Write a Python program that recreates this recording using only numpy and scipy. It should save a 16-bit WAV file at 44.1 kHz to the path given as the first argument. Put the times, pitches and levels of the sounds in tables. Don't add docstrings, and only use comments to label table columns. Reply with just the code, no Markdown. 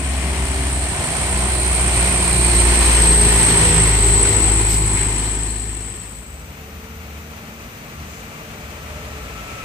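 import sys
import numpy as np
from scipy import signal
from scipy.fft import rfft, irfft
from scipy.io import wavfile
from scipy.ndimage import uniform_filter1d, minimum_filter1d

SR = 44100
rng = np.random.default_rng(int(sys.argv[2]) if len(sys.argv) > 2 else 0)


def waveform_to_disk(signal):
    frames = np.transpose(np.atleast_2d(signal))
    scaled = np.clip(frames, -1, 1) * 32767
    samples = np.round(scaled).astype(np.int16)
    wavfile.write(sys.argv[1], SR, samples)


N = 425124
TIME = np.arange(N) / SR
BINS = np.fft.rfftfreq(N, 1 / SR)


def amp(db):
    return 10 ** (np.asarray(db) / 20)


def unit(x):
    return x / np.sqrt(np.mean(abs(x) ** 2) + 1e-20)


def spectrum(points):
    hz, value = np.transpose(points)
    return np.interp(np.log(BINS + 1), np.log(hz), value)


def curve(points):
    return np.interp(TIME, *np.transpose(points))


def bell(s, half):
    return np.exp(-((TIME - s) / half) ** 2 / 2)


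def ramp(s, length):
    return .5 + .5 * np.tanh((TIME - s) / length)


def pan(db):
    return amp(np.outer([.5, -.5], db))


def colour(x, points):
    return unit(irfft(rfft(x) * amp(spectrum(points)), N))


def wander(hz):
    size = 4096
    frequency = np.fft.rfftfreq(size, TIME[-1] / size)
    slow = irfft(rfft(rng.standard_normal(size)) / (1 + (frequency / hz) ** 4))
    return np.interp(TIME, np.linspace(0, TIME[-1], size), unit(slow))


# (frequency [Hz], correlation [0 to 1])
PORT_LIKENESS = [(60, .995), (150, .975), (300, .91), (550, .84), (1000, .78), (2000, .25), (8000, .05)]


def air(lag_ms):
    a, b = rfft(rng.standard_normal((2, N)))
    same = np.clip(spectrum(PORT_LIKENESS), 0, 1)
    delay = np.exp(-2j * np.pi * BINS * lag_ms / 10 ** 3)
    left = (same * a + np.sqrt(1 - same ** 2) * b) * delay
    return irfft(np.array([left, a]), N)


def resonate(x, hz, width_hz):
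    turn = np.exp(2j * np.pi * np.cumsum(hz * np.ones(N)) / SR)
    r = np.exp(-np.pi * width_hz / SR)
    smooth = signal.lfilter([(1 - r) ** 2], [1, -2 * r, r * r], x / turn)
    return unit((turn * smooth).real)


def swells(rows, flow):
    return sum(amp(db) * bell(s, half) * resonate(flow, hz, width)
               for s, half, hz, width, db in rows)


def tone(turns, flutter, flutter_hz):
    angle = 2 * np.pi * (turns + rng.random())
    in_phase = (1 + flutter * wander(flutter_hz)) * np.cos(angle)
    return unit(in_phase + flutter * wander(flutter_hz) * np.sin(angle))


CYLINDER_DB = [-3.5, -6.5, -4, -5.5]


def puffs(turns, depth, length, uneven_db):
    count = np.floor(turns).astype(int)
    chance = rng.standard_normal(N // 100)[count]
    size = amp(np.take(CYLINDER_DB, count, mode="wrap") + uneven_db * chance)
    age = (turns % 1) / length
    return unit(1 + depth * size * age * np.exp(1 - age))


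CLOSEST_S, DISTANCE_M, SPEED_M_PER_S, SOUND_M_PER_S = 3.4, 7.794, 6.0, 343


def nearness(s):
    return DISTANCE_M / np.hypot(DISTANCE_M, SPEED_M_PER_S * (TIME - s))


def passing(s, db, fall):
    return amp(db) * nearness(s) ** fall


def doppler():
    receding = SPEED_M_PER_S ** 2 * (TIME - CLOSEST_S) * nearness(CLOSEST_S) / DISTANCE_M
    return 1 / (1 + receding / SOUND_M_PER_S)


START_HZ, SAG_HZ_PER_S, LABOUR_HZ = 66.0, 3.22, 53.5


def firing_rate():
    return np.maximum(START_HZ - SAG_HZ_PER_S * TIME, LABOUR_HZ)


CYLINDER_STAGGER = [0, .035, -.02, .015]
# loudest [s], level [dB], fall with distance [exponent]
POP_PASS = (3.6, -31, 1.14)
# (frequency [Hz], level per Hz [dB])
SILENCER_SPECTRUM = [(60, -25), (110, -2), (165, 0.5), (260, -7), (340, 1.5), (420, -3), (500, -9),
                     (620, -23), (1200, -60)]


def chug(turns):
    at = np.flatnonzero(np.diff(np.floor(turns)))
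    order = np.arange(len(at))
    size, late = rng.standard_normal((len(at), 2)).T
    offset = np.take(CYLINDER_STAGGER, order, mode="wrap") + .004 * late
    at = at + offset * SR / LABOUR_HZ
    pops = np.zeros(N)
    pops[np.clip(at.astype(int), 0, N - 1)] = amp(np.take(CYLINDER_DB, order, mode="wrap") + size)
    return passing(*POP_PASS) * colour(pops, SILENCER_SPECTRUM)


# (peak [s], half length [s], multiple of the firing rate, level [dB])
DRONE_ORDERS = [(.15, .25, 3.87, -40), (2.35, .22, 2, -31.5), (1.55, .35, 6.07, -37.5), (2.15, .35, 3, -35),
                (2.7, .42, 6, -33), (2.65, .25, 4, -37), (3.25, .12, 4, -33), (3.8, .8, 1.5, -32),
                (3.74, .1, 3, -27), (3.22, .22, 7.45, -30), (3.33, .12, 7, -35), (3.72, .12, 7, -35),
                (4.12, .16, 7.47, -28.5), (4.7, .3, 7.43, -37), (3.1, .22, 9, -37.5), (3.72, .1, 9, -34),
                (4.35, .14, 9, -36), (4.55, .25, 6.25, -34)]


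def drone(turns):
    return sum(amp(db) * bell(s, half) * tone(k * turns + .028 * wander(4), flutter=.17, flutter_hz=8)
               for s, half, k, db in DRONE_ORDERS)


# (loudest [s], level [dB], fall with distance [exponent])
EXHAUST_HARMONICS = [(3.06, -15, 0.99), (4.1, -25.5, 1.6), (3.55, -25.5, 2.33)]
# (time [s], half length [s], harmonic, depth [dB])
HARMONIC_DIPS = [(1.07, 0.14, 1, 13.5), (1.65, 0.19, 1, 3), (2.19, 0.15, 1, 6), (3.57, 0.14, 1, 7),
                 (4.334, 0.06, 1, 6), (5.03, 0.1, 1, 3.5), (6.03, 0.13, 1, 6.5), (2.95, 0.14, 2, 18),
                 (2.85, 0.088, 3, 12), (4.32, 0.25, 3, 11)]
FLUTTER, FLUTTER_HZ = .05, 12


def exhaust(turns):
    thump = np.zeros(N)
    for k, (s, db, fall) in enumerate(EXHAUST_HARMONICS, 1):
        dip_db = sum(depth * bell(at, half)
                     for at, half, harmonic, depth in HARMONIC_DIPS if round(harmonic) == k)
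        thump += passing(s, db - dip_db, fall) * tone(k * turns, k * FLUTTER, FLUTTER_HZ)
    return thump + chug(turns) + drone(turns)


MODE_DEPTH_DB, MODE_SPACING_HZ, FACING_S = 2.2, 45, .8


def facets(x):
    whole, out = rfft(x), 0
    modes = np.arange(0, SR / 2, MODE_SPACING_HZ)
    for k in range(3):
        uneven = amp(MODE_DEPTH_DB * np.interp(BINS, modes, rng.standard_normal(len(modes))))
        away = (TIME / FACING_S - k) % 3 - 1
        out = out + irfft(whole * uneven, N) * np.cos(np.pi / 2 * np.minimum(away, 1))
    return unit(out)


SWING_S, ROAR_DB_PER_S = 4.5, 1.5


def leaving(db_per_s):
    return amp(-db_per_s * np.maximum(TIME - SWING_S, 0))


# (frequency [Hz], level per Hz [dB])
ROAR_FRONT, ROAR_REAR = [(25, -18), (45, 2), (85, 4.5), (270, -10.5), (380, -5), (490, -12), (690, -4),
                         (1050, -8.5), (1400, -13.5), (6000, -40)], [(25, -1.5), (90, 5.5), (200, -4), (400, -1), (560, -11.5), (750, -7),
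                                       (1050, -7), (1400, -16), (6000, -64)]
CLATTER_SPECTRUM = [(300, -48), (900, -8), (1400, -3.5), (1900, 1.5), (2500, -0.5), (3500, -4.5),
                    (4200, -12.5), (5000, -7.5), (6800, -9.5), (9300, -20.5), (11000, -14), (13000, -28.5),
                    (15500, -52)]
# (frequency [Hz], level per Hz [dB])
BOOM_SPECTRUM = [(90, -27), (150, 3.5), (210, 0), (280, -3.5), (350, -10), (1000, -60)]
# (peak [s], half length [s], centre [Hz], width [Hz], level [dB])
PANEL_BANDS = [(1.5, 1.0, 694, 170, -38.5), (3.4, 0.82, 910, 200, -34), (.5, 0.76, 2270, 450, -43),
               (2.2, .5, 2360, 330, -35.5), (3.45, .5, 1900, 300, -36.5), (4.5, .4, 2230, 160, -42)]
# (time [s], left minus right [dB])
CLATTER_BALANCE = [(0, 5), (.9, -3), (3.3, -3), (4.3, -2.5)]
# loudest [s], level [dB], fall with distance [exponent]
ROAR_PASS, CLATTER_PASS = (3.19, -22.5, 0.92), (3.39, -23, 1.09)
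FIZZ_PASS, BOOM_PASS = (3, -29.5, 1.61), (2.3, -34.5, 0.05)
TURN_S, TURN_LENGTH_S = 2.78, 0.98
SCREEN_S, SCREEN_LENGTH_S, SCREEN_DB = 4.11, 0.13, -2.5


def engine_noise(turns):
    tail = ramp(TURN_S, TURN_LENGTH_S)
    beat = puffs(turns, depth=.55, length=.18, uneven_db=1.5)
    front = colour(facets(air(lag_ms=0.13) * beat), ROAR_FRONT)
    behind = colour(facets(air(lag_ms=0.12) * beat), ROAR_REAR)
    roar = np.sqrt(1 - tail) * front + np.sqrt(tail) * leaving(ROAR_DB_PER_S) * behind
    knock = puffs(turns, depth=.36, length=.1, uneven_db=3.5)
    clatter = colour(facets(air(lag_ms=.12) * knock), CLATTER_SPECTRUM)
    clatter = clatter * amp(.5 * wander(19.0)) * pan(curve(CLATTER_BALANCE))
    fizz_points = [(2500, -33), (4100, 19.5), (5500, 3.0), (11000, 1.5), (15000, -1.5)]  # (Hz, dB)
    fizz = colour(air(lag_ms=0.17), fizz_points) * amp(1.5 * wander(14))
    screen = amp(SCREEN_DB * ramp(SCREEN_S, SCREEN_LENGTH_S))
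    boom = colour(air(lag_ms=0.12) * beat, BOOM_SPECTRUM)
    noise = swells(PANEL_BANDS, air(lag_ms=0.1) * knock)
    noise = noise + passing(*BOOM_PASS) * boom
    noise = noise + passing(*ROAR_PASS) * roar
    noise = noise + screen * passing(*CLATTER_PASS) * clatter
    return noise + passing(*FIZZ_PASS) * fizz


# (time [s], frequency [Hz])
FLOW_PITCH = [(0, 8900), (1.4, 8810), (2, 8720), (2.6, 8540), (3.1, 8346), (3.6, 8230), (4.15, 8060),
              (4.5, 8080), (5.6, 8030)]
# (time [s], half length [s])
PURE_CATCHES = [(1.9, 0.25), (2.55, 0.078), (3.038, 0.15), (3.582, 0.11), (4.35, 0.22)]
# (time [s], half length [s], level [dB])
HARD_CHIRPS = [(3.5735, .0016, -8.5), (4.231, .0016, -11.5)]
# (peak [s], half length [s], centre [Hz], width [Hz], level [dB])
JET_HISS = [(4.9, 0.59, 10360, 1100, -41)]
# (time [s], left minus right [dB])
WHISTLE_BALANCE = [(0, -6), (2.65, -10), (3, -3.5), (3.45, -3.5), (3.75, -6), (4.3, 1), (4.8, -2), (5.6, 5)]
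# loudest [s], level [dB], fall with distance [exponent]
WHISTLE_PASS = (3.43, -14.5, 1.58)
WHISTLE_HZ, SCATTER_HZ = 7990, 60
FOCUS, FOCUS_FALL, CATCH_GAIN = 0.94, 0.91, .9


def whistle(turns):
    hz = curve(FLOW_PITCH)
    focus = np.clip(FOCUS * nearness(CLOSEST_S) ** FOCUS_FALL, 0, 1)
    blow = puffs(turns + .15, depth=1.7, length=.2, uneven_db=2)
    loose = resonate(air(lag_ms=0.212), hz + SCATTER_HZ * wander(48), width_hz=400)
    locked = resonate(air(lag_ms=0.2085), hz + 45 * wander(18), width_hz=60)
    catch = sum(bell(s, half) for s, half in PURE_CATCHES)
    core = unit(loose + CATCH_GAIN * catch * locked)
    envelope = abs(signal.hilbert(core))
    core = unit(core / np.sqrt(1 + 0.5 * envelope ** 2)) * blow
    gusts = puffs(turns + .1, depth=.7, length=.2, uneven_db=3)
    breathy = unit(sum(resonate(air(lag_ms=0.203) * gusts, centre, width_hz=820)
                       for centre in (hz, WHISTLE_HZ)))
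    pipe = [(5500, -40), (6950, 4.5), (7400, 4.0), (8900, 3.0), (9300, -2), (10000, -28)]  # (Hz, dB)
    sound = colour(np.sqrt(focus) * core + np.sqrt(1 - focus) * breathy, pipe)
    sound = sound * amp(0.65 * wander(30) + 0.46 * wander(5.2))
    jet = swells(JET_HISS, air(lag_ms=0.19) * gusts)
    chirp_gain = sum(amp(db) * bell(s, half) for s, half, db in HARD_CHIRPS)
    chirps = chirp_gain * unit(np.sin(2 * np.pi * np.cumsum(hz) / SR))
    return (passing(*WHISTLE_PASS) * sound + chirps) * pan(curve(WHISTLE_BALANCE)) + jet


# (peak [s], half length [s], frequency [Hz], slide [Hz/s], level [dB])
VEHICLE_TONES = [(.8, .7, 83, 0, -33), (1.1, 1.1, 147, -2, -41), (.55, .13, 270, 0, -37),
                 (.7, .15, 294, 0, -38), (.55, .25, 386, 0, -39), (7.4, .17, 610, -70, -56),
                 (8.95, .3, 602, -12, -51.5)]


def traffic_tones():
    total = 0
    for s, half, hz, slide, db in VEHICLE_TONES:
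        turns = np.cumsum(hz + slide * (TIME - s) + 1.2 * wander(8)) / SR
        total = total + amp(db) * bell(s, half) * tone(turns, flutter=.2, flutter_hz=9)
    return total


# (peak [s], half length [s], centre [Hz], width [Hz], level [dB])
HISS_BANDS = [(8.02, 0.082, 188, 70, -44), (9, 0.48, 605, 51, -49.5), (10.18, 0.49, 2510, 550, -35),
              (9.7, 2.2, 1170, 57, -54), (7.6, 2, 6050, 240, -58), (7.4, 5.7, 13680, 280, -57),
              (7.4, 5.7, 14200, 520, -52.5)]


def far_hiss():
    return swells(HISS_BANDS, air(lag_ms=0.14))


# (time [s], half length [s], centre [Hz], width [Hz], level [dB])
HISS_SPURTS = [(3.38, .05, 10500, 6000, -36), (4.725, .03, 5200, 4000, -30.5),
               (4.72, .04, 11000, 6000, -34), (5.0, .04, 2150, 1100, -31), (8.15, .07, 7000, 3200, -47),
               (9.5, .05, 7500, 3000, -51)]


def hiss_spurts():
    return swells(HISS_SPURTS, air(lag_ms=0.04))


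# (peak [s], half length [s], level [dB])
FAR_HUM = [(6.3, 0.21, -42), (6.949, 0.41, -37), (8.0, .08, -39.5), (9.05, 0.33, -37.5)]
# (multiple of the hum pitch, level [dB])
FAR_OVERTONES = [(1.47, -54.5), (2, -50.5), (3, -47.5)]
# (time [s], level [dB])
SIXTH_ORDER = [(5.8, -56), (6.55, -53), (6.95, -46.5), (7.3, -53), (8.0, -58), (8.27, -47.5), (8.93, -50),
               (9.17, -46), (9.64, -56)]
# (frequency [Hz], level per Hz [dB])
TICKOVER_RUMBLE, TICKOVER_CLATTER = [(25, -32), (42, -17), (55, 2), (90, -1.5), (150, -3), (220, -4.5),
                                     (290, -13.5), (500, -23), (1500, -33.5)], [(150, 3), (350, -2), (650, 0), (1000, -3),
                                                          (1300, -1), (1650, -4), (2450, -2.5),
                                                          (3400, -10.5), (5300, -14), (6100, -12.5),
                                                          (7500, -14), (10000, -19.5), (12800, -27),
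                                                          (15000, -29)]
HUM_TOP_HZ, HUM_TOP_S, HUM_DROOP_HZ_PER_S2, HUM_SPREAD_S = 75.3, 7.75, 1.3, 1.4
TICKOVER_PAN_DB, THROB_HZ = 0, 17
NEARING_S = 8
RUMBLE_DB, RUMBLE_DB_PER_S, TICKOVER_DB, TICKOVER_DB_PER_S = -41, -0.8, -37, 2


def far_trucks():
    hz = HUM_TOP_HZ - HUM_DROOP_HZ_PER_S2 * np.minimum(abs(TIME - HUM_TOP_S), 2) ** 2
    turns = np.cumsum(hz * (1 + 0.002 * wander(5.5))) / SR
    hum_gain = sum(amp(db) * bell(s, half) for s, half, db in FAR_HUM)
    hum = hum_gain * tone(turns, flutter=0.45, flutter_hz=16)
    overtones = sum(amp(db) * tone(k * turns, flutter=0.3, flutter_hz=3.9) for k, db in FAR_OVERTONES)
    overtones = overtones * bell(HUM_TOP_S, HUM_SPREAD_S)
    sing = amp(curve(SIXTH_ORDER)) * tone(6 * turns, flutter=.2, flutter_hz=9)
    throb_turns = np.cumsum(THROB_HZ * (1 + .07 * wander(5))) / SR
    throb = puffs(throb_turns, depth=.9, length=.2, uneven_db=3)
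    since = TIME - NEARING_S
    rumble = colour(air(lag_ms=0.16) * throb, TICKOVER_RUMBLE)
    rumble = rumble * amp(RUMBLE_DB + RUMBLE_DB_PER_S * since)
    clatter = colour(air(lag_ms=0.25), TICKOVER_CLATTER)
    clatter = clatter * amp(TICKOVER_DB + TICKOVER_DB_PER_S * since + .5 * wander(20))
    return hum + overtones + sing + rumble + clatter * pan(TICKOVER_PAN_DB)


# (start [s], frequency [Hz], slide [Hz/s])
THIN_GLIDES = [(5.7, 14800, -60), (7.2, 14720, -290)]


def glide(start, hz, hz_per_s):
    turns = np.cumsum(hz + hz_per_s * (TIME - start) + 8 * wander(30)) / SR
    return amp(-63) * ramp(start, .1) * np.sin(2 * np.pi * turns)


ONCOMING_EXHAUST_DB = [-45, -47.5, -52, -62]
ONCOMING_WHINE_HZ, ONCOMING_FIRING_HZ = 1326, 54
EMERGE_S, EMERGE_LENGTH_S, ONCOMING_WHINE_DB, WHINE_DB_PER_S = 8.6, .15, -72.5, 19.5
FAINT_WHINE_DB = -60


def oncoming_truck():
    hz = ONCOMING_WHINE_HZ + 5 * wander(14)
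    pure = tone(np.cumsum(hz) / SR, flutter=.2, flutter_hz=30)
    rough = resonate(air(lag_ms=.25), hz, width_hz=70)
    gears = .87 * pure + .5 * rough
    whine = amp(ONCOMING_WHINE_DB + WHINE_DB_PER_S * (TIME - NEARING_S)) * gears
    firing = sum(amp(db) * tone(k * ONCOMING_FIRING_HZ * TIME, flutter=0.7, flutter_hz=6.2)
                 for k, db in enumerate(ONCOMING_EXHAUST_DB, 1))
    return ramp(EMERGE_S, EMERGE_LENGTH_S) * (whine + firing) + amp(FAINT_WHINE_DB) * gears


FADE_END_S, FADE_LENGTH_S, FADE_POWER = 6.604, 1.64, 1.22


def scene():
    turns = np.cumsum(firing_rate() * doppler() * (1 + 0.0023 * wander(6.6))) / SR
    truck = exhaust(turns) + engine_noise(turns) + whistle(turns)
    far = far_hiss() + far_trucks() + sum(glide(*row) for row in THIN_GLIDES) + oncoming_truck()
    fade = np.clip((FADE_END_S - TIME) / FADE_LENGTH_S, 0, 1)
    return fade ** FADE_POWER * truck + (1 - fade) * far + traffic_tones() + hiss_spurts()


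# (frequency [Hz], left minus right [dB])
PORT_TILT = [(60, 1.26), (250, 1), (500, 0.5), (1200, 2.5), (2500, 6.5), (5000, 1.8), (8300, 4.5),
             (12000, 1.9)]
LOW_CUT_HZ, EDGE_HZ = 37.5, 15400


def record(dry):
    low_cut = 1 / np.sqrt(1 + (LOW_CUT_HZ / (BINS + 1)) ** 10)
    heard = irfft(rfft(dry) * low_cut * pan(spectrum(PORT_TILT)), N)
    safe = .87 / np.maximum(abs(heard).max(0), .87)
    heard = heard * uniform_filter1d(minimum_filter1d(safe, size=201), size=201)
    band_limit = signal.firwin(511, EDGE_HZ, window=("kaiser", 9), fs=SR)
    return signal.oaconvolve(heard, band_limit[None], "same")


dry = scene()
out = record(dry)
waveform_to_disk(out)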